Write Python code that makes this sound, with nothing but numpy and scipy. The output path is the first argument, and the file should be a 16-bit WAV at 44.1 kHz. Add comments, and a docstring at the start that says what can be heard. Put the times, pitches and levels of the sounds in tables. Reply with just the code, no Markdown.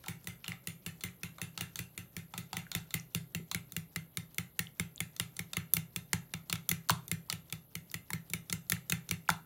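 """A metal spoon beats eggs in a bowl on a table in a small kitchen, about five strokes a second.
At first the blows are light, often preceded by a graze; each is a damped impact clack with a low modal thump.
Just before each contact, bubbles fizz in the egg; the room answers with dense, decaying reflections.
From about 2.7 s the blows strengthen and the echo falls back; at 5.7 s a Gaussian pulse of treble ticks.
Short gliding pops and faint touches lie near the blows, loudest at 6.1, 6.9 and 9.3 s, over rumble and hiss."""
import sys
import numpy as np
from scipy import signal
from scipy.fft import rfft, irfft
from scipy.io import wavfile

SR = 44100
rng = np.random.default_rng(int(sys.argv[2]) if len(sys.argv) > 2 else 0)


def bounce(signal):
    """Save signal as a 16-bit WAV file at the path given by the first command-line argument."""
    frames = np.transpose(np.atleast_2d(signal))
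    limited = np.clip(frames, -1, 1)
    pcm = np.round(limited * 32767).astype(np.int16)
    wavfile.write(sys.argv[1], SR, pcm)


N = 416744

# register edges, from the hollow knock of the filled bowl to the tick of the steel: (frequency [Hz])
REGISTER_EDGES = [600, 1600, 3100, 5200, 9000, 16500]
# modes of bowl and spoon, damped by the mixture:
# (mean frequency [Hz], mean level within the register [dB], decay time T60 [s])
BOWL_MODES = [(822, -10.5, 0.049), (1112.4, -8.5, .014), (1338, 11, 0.037), (1850, -2.5, 0.024),
              (2102, 5.5, 0.022), (2370, 2.5, 0.022), (2768, 3, 0.025), (3550, -1.5, 0.0077),
              (3620, 4, 0.015), (4280, -1.5, 0.018), (6085, -1.5, 0.015), (6300, 3.5, 0.0046),
              (7180, 2.5, 0.011), (7870, -8.5, .011), (9520, 8, 0.01), (10090, 6.5, 0.015),
              (11560, 5, .012), (12600, -28.5, 0.0033), (14400, -3, .01), (15100, 9.5, 0.01)]
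# low modes of the table top, with two faint room resonances near 340 and 400 Hz:
# (mean frequency [Hz], mean relative level [dB], decay time T60 [s])
THUMP_MODES = [(64.6, -11.5, 0.15), (96.8, -7.5, 0.17), (128, -10, 0.36), (162.4, 0.5, 0.23),
               (158.47, 4, 0.16), (179.4, -2, 0.17), (262, -12, 0.019), (315.3, -8, 0.038),
               (452, -10, 0.025), (339.7, -31, 0.12), (398, -31.5, 0.5)]
# kitchen decay: (frequency [Hz], decay time T60 [s])
ROOM_T60 = [(300, 0.16), (1300, 0.31), (3500, 0.23), (8000, 0.26), (15000, 0.08)]
# kitchen colour: (frequency [Hz], reverberation level [dB])
ROOM_COLOUR = [(200, 3.5), (700, 3), (1300, -3), (2500, -6.5), (3700, -4.5), (5000, -8), (10000, -7),
               (15000, -4)]
# spectral shape of the steady background: (frequency [Hz], relative density [dB per Hz])
BACKGROUND_SHAPE = [(20, -24), (35, -8.5), (157, -5.5), (252, -11), (394, -17.5), (600, -20), (1010, -27.5),
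                    (2120, -43.5), (3600, -33.5), (5500, -46), (8800, -46), (11000, -24), (11850, -17.5),
                    (12700, -22.5), (16000, -30.5)]
# spectral shape of the wet fizz: (bubble frequency [Hz], relative level [dB])
FIZZ_SHAPE = [(300, -14), (900, -12), (2200, -5.5), (4000, -2), (8000, 3), (13000, -6)]
# short pops and faint touches near the blows, each a few cycles at one gliding pitch:
# (time [s], envelope peak [dB], middle of the pitch glide [Hz])
SHORT_POPS = [(.0686, -41.5, 880), (0.4428, -33.5, 2490), (.4629, -37, 2938), (.519, -28.5, 1970),
              (1.0862, -43, 2310), (1.3845, -44, 1390), (2.338, -41, 910), (2.53, -35, 856),
              (2.667, -43, 1510), (2.977, -41, 2170), (2.9984, -33.5, 5300), (3.39, -48, 237),
              (3.397, -47.5, 426), (3.5146, -39, 1120), (4.6702, -36, 2820), (4.96, -34.5, 6400),
              (4.9792, -35.5, 3320), (5.6026, -40, 2010), (6.1316, -17.5, 6380), (6.1311, -23, 1680),
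              (6.133, -36, 895), (6.499, -37.5, 1170), (6.8966, -17.5, 1390), (6.8979, -16.5, 1020),
              (6.8968, -28.5, 780), (7.2872, -52, 985), (7.9005, -42, 4345), (8.1041, -37, 960),
              (8.1045, -32.5, 1760), (8.766, -38.5, 1660), (9.2786, -42, 2300), (9.2912, -14, 1380),
              (9.2917, -22, 930), (9.2915, -28, 795)]
# one bare, very sharp tick of the steel: (time [s], peak [dB], frequency [Hz], half width at 1/e [s])
SHARP_TICK = (5.7373, -1.5, 12000, .00011)
# the microphone moves in on the bowl, so the echo falls back: (time [s], echo level [dB])
ECHO_LEVEL = [(0, 2.5), (2.5, 1), (3.7, -4.5), (9.4, -4)]
# one blow on the wall in each turn: (time [s], contact time [s], clack level before register colour [dB],
# table thump level [dB], brightness [dB per octave], frequency favoured by the spot [Hz])
BLOWS = [(0.0828, 0.0029, -42.5, -37, 0.1, 2217), (0.2719, 0.0009, -43, -38.5, 0, 2217),
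         (0.48, 0.0012, -42.5, -37.5, -1, 2820), (.672, 0.0012, -42, -37.5, 1.5, 2820),
         (0.8626, 0.0038, -43, -38, 0, 2650), (1.0368, 0.0033, -40.5, -35.5, 0.5, 2150),
         (1.2326, 0.0014, -42.5, -38, -.7, 2650), (1.4158, .0007, -41.5, -36.5, 0.3, 2670),
         (1.6087, .0015, -40, -37.5, 0, 2800), (1.7902, .001, -42, -37, 0.5, 2650),
         (1.977, 0.00066, -44.5, -39.5, 0, 2600), (2.166, 0.00088, -45, -38, 0.5, 2110),
         (2.3779, 0.0043, -42.5, -38.5, 0.5, 3445), (2.5678, 0.00079, -39.5, -38.5, -0.5, 2170),
         (2.75, .0005, -36, -32.5, -0.5, 3300), (2.9408, 0.0021, -35.5, -33, 0.9, 2070),
         (3.148, 0.00034, -36.5, -31, 0.6, 3360), (3.3483, 0.00068, -39.5, -34, 0.1, 2730),
         (3.5466, 0.00052, -36.5, -34, -.3, 2130), (3.765, 0.00036, -39, -35.5, 1, 2730),
         (3.9602, .0012, -38.5, -35.5, -.9, 2090), (4.1712, 0.0012, -38, -36, 0, 3660),
         (4.3826, 0.00085, -35.5, -33.5, -.5, 2070), (4.5919, 0.00041, -33.5, -35, 0.6, 1870),
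         (4.797, .0009, -35.5, -31, -0.7, 2020), (5.0039, 0.00068, -36.5, -34.5, 0.2, 2240),
         (5.198, .0004, -33.5, -34, -0.3, 3580), (5.392, 0.00077, -39.5, -35.5, -0.1, 2220),
         (5.5683, 0.00072, -35.5, -31.5, -1.5, 2045), (5.767, 0.00076, -35.5, -32.5, 0, 2090),
         (5.961, 0.00058, -38, -37, 0.6, 3490), (6.1315, 0.00049, -32.5, -29.5, -0.7, 6150),
         (6.3375, 0.0012, -39.5, -36, -1.9, 3510), (6.5268, 0.0013, -33.5, -32, -0.7, 3600),
         (6.714, 0.0011, -33.5, -31, .4, 2070), (6.9038, .001, -32.5, -27.5, 0.5, 3680),
         (7.1145, 0.0011, -36, -31, 1.3, 2090), (7.326, 0.00087, -39.5, -37, 0, 2800),
         (7.5252, 0.00048, -40, -39.5, 0, 3700), (7.7531, 0.0006, -42.5, -39.5, .7, 2170),
         (7.9416, 0.0021, -39.5, -38.5, -0.5, 2110), (8.1323, 0.0011, -38.5, -33.5, -0.5, 1830),
         (8.3351, 0.00092, -36, -33.5, 0.5, 2200), (8.526, 0.00075, -35.5, -32, 0.4, 6200),
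         (8.7198, 0.00085, -32, -30, 0, 1860), (8.9214, 0.0014, -32.5, -29.5, -.6, 2320),
         (9.1107, 0.00076, -34.5, -31, .2, 2370), (9.301, .001, -34, -33, -0.7, 3700)]
# colour of a blow: (level in each register [dB])
BLOW_COLOUR = [-13, -2.5, -6, -4, -0.5]
# light grazes in some turns: (time [s], contact time [s], level before register colour [dB],
# table thump level [dB], frequency favoured by the spot [Hz])
GRAZES = [(0.0388, 0.0023, -52, -64, 1300), (0.0603, 0.004, -52.5, -55, 3200),
          (0.243, 0.0018, -59, -52, 9500), (.4435, .0016, -48, -65, 2410), (.519, 0.00093, -50, -69, 2050),
          (1.008, 0.0057, -52, -75, 4420), (1.383, 0.0022, -49.5, -63, 1340),
          (1.5758, 0.00058, -39.5, -45, 2800), (1.757, 0.00032, -42.5, -53, 5840),
          (2.338, 0.0043, -44.5, -46.5, 1600), (2.53, 0.00057, -41, -40.5, 2800),
          (2.716, 0.00042, -41, -63, 3970), (2.9067, 0.0044, -51, -68, 4000),
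          (3.5139, 0.0029, -38, -50, 4440), (3.721, .0004, -47.5, -50, 11000),
          (4.345, .001, -56.5, -69, 12000), (5.164, .0005, -50.5, -60, 6300),
          (5.3664, .0016, -48, -54, 8900), (5.5329, .0007, -39.5, -51, 3700),
          (5.7364, .0004, -31, -39, 12400), (6.4971, .003, -39, -45, 4300),
          (6.5555, 0.00056, -44.5, -60, 2270), (6.6905, .0018, -30, -39.5, 12130),
          (6.888, .0004, -42, -56.5, 6300), (6.8957, 0.00018, -31.5, -47, 4300),
          (7.08, .0007, -47, -49, 12100), (7.2994, 0.00062, -34.5, -51, 3700),
          (7.499, 0.00084, -56.5, -68, 3600), (7.915, 0.00024, -49.5, -68, 14050),
          (8.104, .002, -45.5, -45, 12100), (8.2995, 0.0036, -49.5, -44, 12000),
          (8.4976, .0014, -41.5, -42, 5000), (8.6984, 0.00055, -33, -42.5, 12000),
          (8.8975, 0.0017, -35, -38.5, 7500), (9.0902, .0004, -44.5, -42, 6300),
          (9.2887, 0.0011, -40, -36.5, 7300), (9.2933, 0.0011, -40.5, -43.5, 3700)]
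# colour of a graze: (level in each register [dB])
GRAZE_COLOUR = [-1, -4.5, -.5, -0.71, 1.5]


def gain_of(db):
    """Level law: amplitude grows tenfold for every 20 dB."""
    return 10 ** (np.asarray(db) / 20)


def unit(x):
    """Energy normalization: each row is scaled to an energy of one."""
    return x / np.sqrt(np.sum(x ** 2, axis=-1, keepdims=True) + 1e-20)


def read(points, hz):
    """Linear interpolation of a spectral table along a logarithmic frequency axis."""
    f, value = np.transpose(points)
    return np.interp(np.log(hz + 1), np.log(f), value)


def add(mix, s, sound):
    """Superposition: a sound starting at time s is summed into the mix."""
    part = mix[max(round(s * SR), 0):][:len(sound)]
    part += sound[:len(part)]


def ring(modes, t):
    """Modal superposition: exponentially dying sines, neighbours starting in opposite directions."""
    out = 0
    for k, (hz, db, t60) in enumerate(modes):
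        envelope = gain_of(db - 60 * t / t60)
        out = out + (-1) ** k * envelope * np.sin(2 * np.pi * hz * t)
    return out


def contacts(blow_focus_db=3, graze_focus_db_per_octave=5):
    """Impact excitation: rows of (s, contact time s, thump dB, favoured Hz, dB in each register)."""
    lows, highs = np.array(REGISTER_EDGES[:-1]), np.array(REGISTER_EDGES[1:])
    octave = np.log2(lows * highs) / 2  # register centres
    rows = []
    for s, contact, db, thump_db, brightness, hz in BLOWS:  # a full blow wakes every register
        tilt = brightness * (octave - octave.mean())
        focus = blow_focus_db * ((lows <= hz) & (hz < highs))
        colour = np.array(BLOW_COLOUR) + tilt + focus
        rows.append((s, contact, thump_db, hz, *(db + colour)))
    for s, contact, db, thump_db, hz in GRAZES:  # a graze speaks mainly around one pitch
        colour = np.array(GRAZE_COLOUR) - graze_focus_db_per_octave * abs(octave - np.log2(hz))
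        rows.append((s, contact, thump_db, hz, *(db + colour)))
    return np.array(rows)


def spot_lift(hz, spot_hz, lift_db=14.5, width_octaves=0.19):
    """Position-dependent modal excitation: modes near the pitch favoured by the struck spot gain level."""
    return lift_db * np.exp(-(np.log2(hz / spot_hz) / width_octaves) ** 2)


def clacks(spot_share=1, crack_db=-3, crack_t60=0.015, detune=0.029, grit=1.47, firm_contact=0.0004, spot_db=2.0):
    """Impact response: a brief chattering force convolves with damped modes, weighted by place and register."""
    s, contact, _, spot_hz, *levels_db = contacts().T[:, :, None]
    t = np.arange(768) / SR
    chatter, crack = rng.standard_normal((len(s), 2, len(t))).transpose(1, 0, 2)
    # one impulse at landing, then chatter of energy grit squared
    force = grit * unit(chatter * np.exp(-t / contact)) + (t == 0)

    # mixture depth shifts the modes (detune = relative deviation); spots favour others (deviation spot_db)
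    shift, favour = rng.standard_normal((len(s), 2, len(BOWL_MODES), 1)).transpose(1, 2, 0, 3)
    modes = []
    for (hz, db, t60), a, b in zip(BOWL_MODES, shift, favour):
        mode_db = db + spot_share * spot_lift(hz, spot_hz) + spot_db * b
        modes.append((hz * (1 + detune * a), mode_db, t60))

    # a very brief touch gives a bare tick with hardly any ring
    firmness = np.clip(contact / firm_contact, .3, 1)
    crack = crack * gain_of(-60 * t / (crack_t60 * firmness))
    blows = 0
    for lo, hi, db in zip(REGISTER_EDGES, REGISTER_EDGES[1:], levels_db):
        in_register = [m for m, row in zip(modes, BOWL_MODES) if lo <= row[0] < hi]
        body = signal.fftconvolve(force, ring(in_register, t), axes=1)[:, :len(t)]
        band = signal.butter(4, (lo, hi), "bandpass", fs=SR, output="sos")
        tone, tick = unit(signal.sosfilt(band, [body, crack]))
        register_sound = unit(firmness * tone + gain_of(crack_db) * tick)
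        blows = blows + gain_of(db) * np.sqrt(SR / 100) * register_sound  # dB = RMS referred to 10 ms
    out = np.zeros(N)
    for when, blow in zip(s[:, 0], blows):
        add(out, when, blow)
    return out


def thumps_and_resonances(lag=0.0029, detune=0.0069, spot_db=1):
    """Modal excitation: contacts shake the table through the bowl's foot and wake two faint room resonances."""
    out, t = np.zeros(N), np.arange(SR // 4) / SR
    for s, _, db, *_ in contacts():
        chance = rng.standard_normal((len(THUMP_MODES), 2))  # no two thumps are quite alike
        modes = [(hz * (1 + detune * a), mode_db + spot_db * b, t60)
                 for (hz, mode_db, t60), (a, b) in zip(THUMP_MODES, chance)]
        add(out, s + lag, gain_of(db) * ring(modes, t))
    return out


def short_pops(cycles=1.31, droop=0.37, droop_time=0.0032):
    """Transient oscillation: each pop or touch swells and dies within a few cycles while its pitch sinks."""
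    out, t = np.zeros(N), np.arange(1024) / SR
    for s, db, hz in SHORT_POPS:
        age = t * hz / cycles
        gliding_hz = hz * (1 + droop * (np.exp(-t / droop_time) - .5))
        turns = np.cumsum(gliding_hz) / SR
        add(out, s, gain_of(db) * age * np.exp(1 - age) * np.sin(2 * np.pi * turns))
    return out


def sharp_tick():
    """Time-bandwidth principle: a contact this brief emits only a few cycles of the highest treble."""
    s, db, hz, width = SHARP_TICK
    t = np.arange(N) / SR - s
    return gain_of(db) * np.exp(-(t / width) ** 2) * np.cos(2 * np.pi * hz * t)


def mixture_fizz(level_db=-68, per_s=2600, idle=0.03, lead=0.022, spread=0.014, cycles=1.3, size_db=2.0, count=24):
    """Random bubble resonance: tiny bubbles of many pitches crowd where the spoon sweeps down towards the bowl."""
    time, t = np.arange(0, N, 100) / SR, np.arange(600) / SR
    # activity is a Gaussian centred lead seconds before each contact, with deviation spread seconds
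    sweep = np.max([np.exp(-.5 * ((time - row[0] + lead) / spread) ** 2) for row in contacts()], axis=0)
    activity = idle + np.interp(np.arange(N) / SR, time, sweep)
    chance = per_s / count / SR * activity  # per sample and pitch
    out = np.zeros(N)
    sizes = gain_of(size_db * np.minimum(rng.exponential(1, N), 3))
    for hz in np.geomspace(500, 13000, count):
        age = t * hz / cycles
        envelope = gain_of(level_db + read(FIZZ_SHAPE, hz)) * age * np.exp(1 - age)
        bubble = envelope * np.sin(2 * np.pi * hz * t)
        for i in np.flatnonzero(rng.random(N) < chance):
            add(out, i / SR, sizes[i] * bubble)
    return out


def kitchen(x, first=.008, early_db=4, early_fade=0.0017):
    """Reverberant decay: dense reflections from one side of the room die at a rate set by frequency."""
    t = np.arange(SR // 2) / SR
    taps = rng.standard_normal(len(t)) * (t > first)
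    hz, when, z = signal.stft(taps / np.sqrt(SR), SR, nperseg=128)
    t60 = read(ROOM_T60, hz)[:, None]
    early_lift = early_db * np.exp(-np.maximum(when - first, 0) / early_fade)
    shape_db = read(ROOM_COLOUR, hz)[:, None] - 60 * when / t60 + early_lift
    even_energy = np.sqrt(2 * np.log(1000) / t60)  # offsets the effect of decay time on band energy
    tail = signal.istft(z * gain_of(shape_db) * even_energy, SR, nperseg=128)[1]
    return signal.oaconvolve(x, tail)[:N]


def background(level_db=-61.5):
    """Stationary noise: spectral weighting of white noise gives low room rumble and microphone hiss."""
    weight = gain_of(read(BACKGROUND_SHAPE, np.fft.rfftfreq(N, 1 / SR)))
    noise = irfft(rfft(rng.standard_normal(N)) * weight, N)
    return gain_of(level_db) * np.sqrt(N) * unit(noise)  # level is RMS


def scene(thump_room_db=-9, pop_room_db=-5, echo_spot_share=.3, count=3):
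    """Superposition of direct and reflected sound: bowl, mixture and table in the kitchen."""
    small = short_pops() + mixture_fizz() + sharp_tick()
    thumps = thumps_and_resonances()
    to_room = gain_of(pop_room_db) * small + gain_of(thump_room_db) * thumps
    # the bowl radiates a different fine spectrum towards each wall, so the echo is denser than the clack
    echo = sum(kitchen(clacks(echo_spot_share) + to_room) for _ in range(count)) / np.sqrt(count)
    echo *= gain_of(np.interp(np.arange(N) / SR, *np.transpose(ECHO_LEVEL)))
    return (clacks() + small + thumps + echo + background())[None]


def record(dry, low_cut_hz=47, edge_hz=16350):
    """Band limitation: a small microphone lacks deep bass, and the recorder cuts the highest treble."""
    thin = signal.sosfilt(signal.butter(2, low_cut_hz, "highpass", fs=SR, output="sos"), dry)
    lowpass = signal.firwin(255, edge_hz, window=("kaiser", 8), fs=SR)
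    return signal.oaconvolve(thin, lowpass[None], "same")


dry = scene()
out = record(dry)
bounce(out)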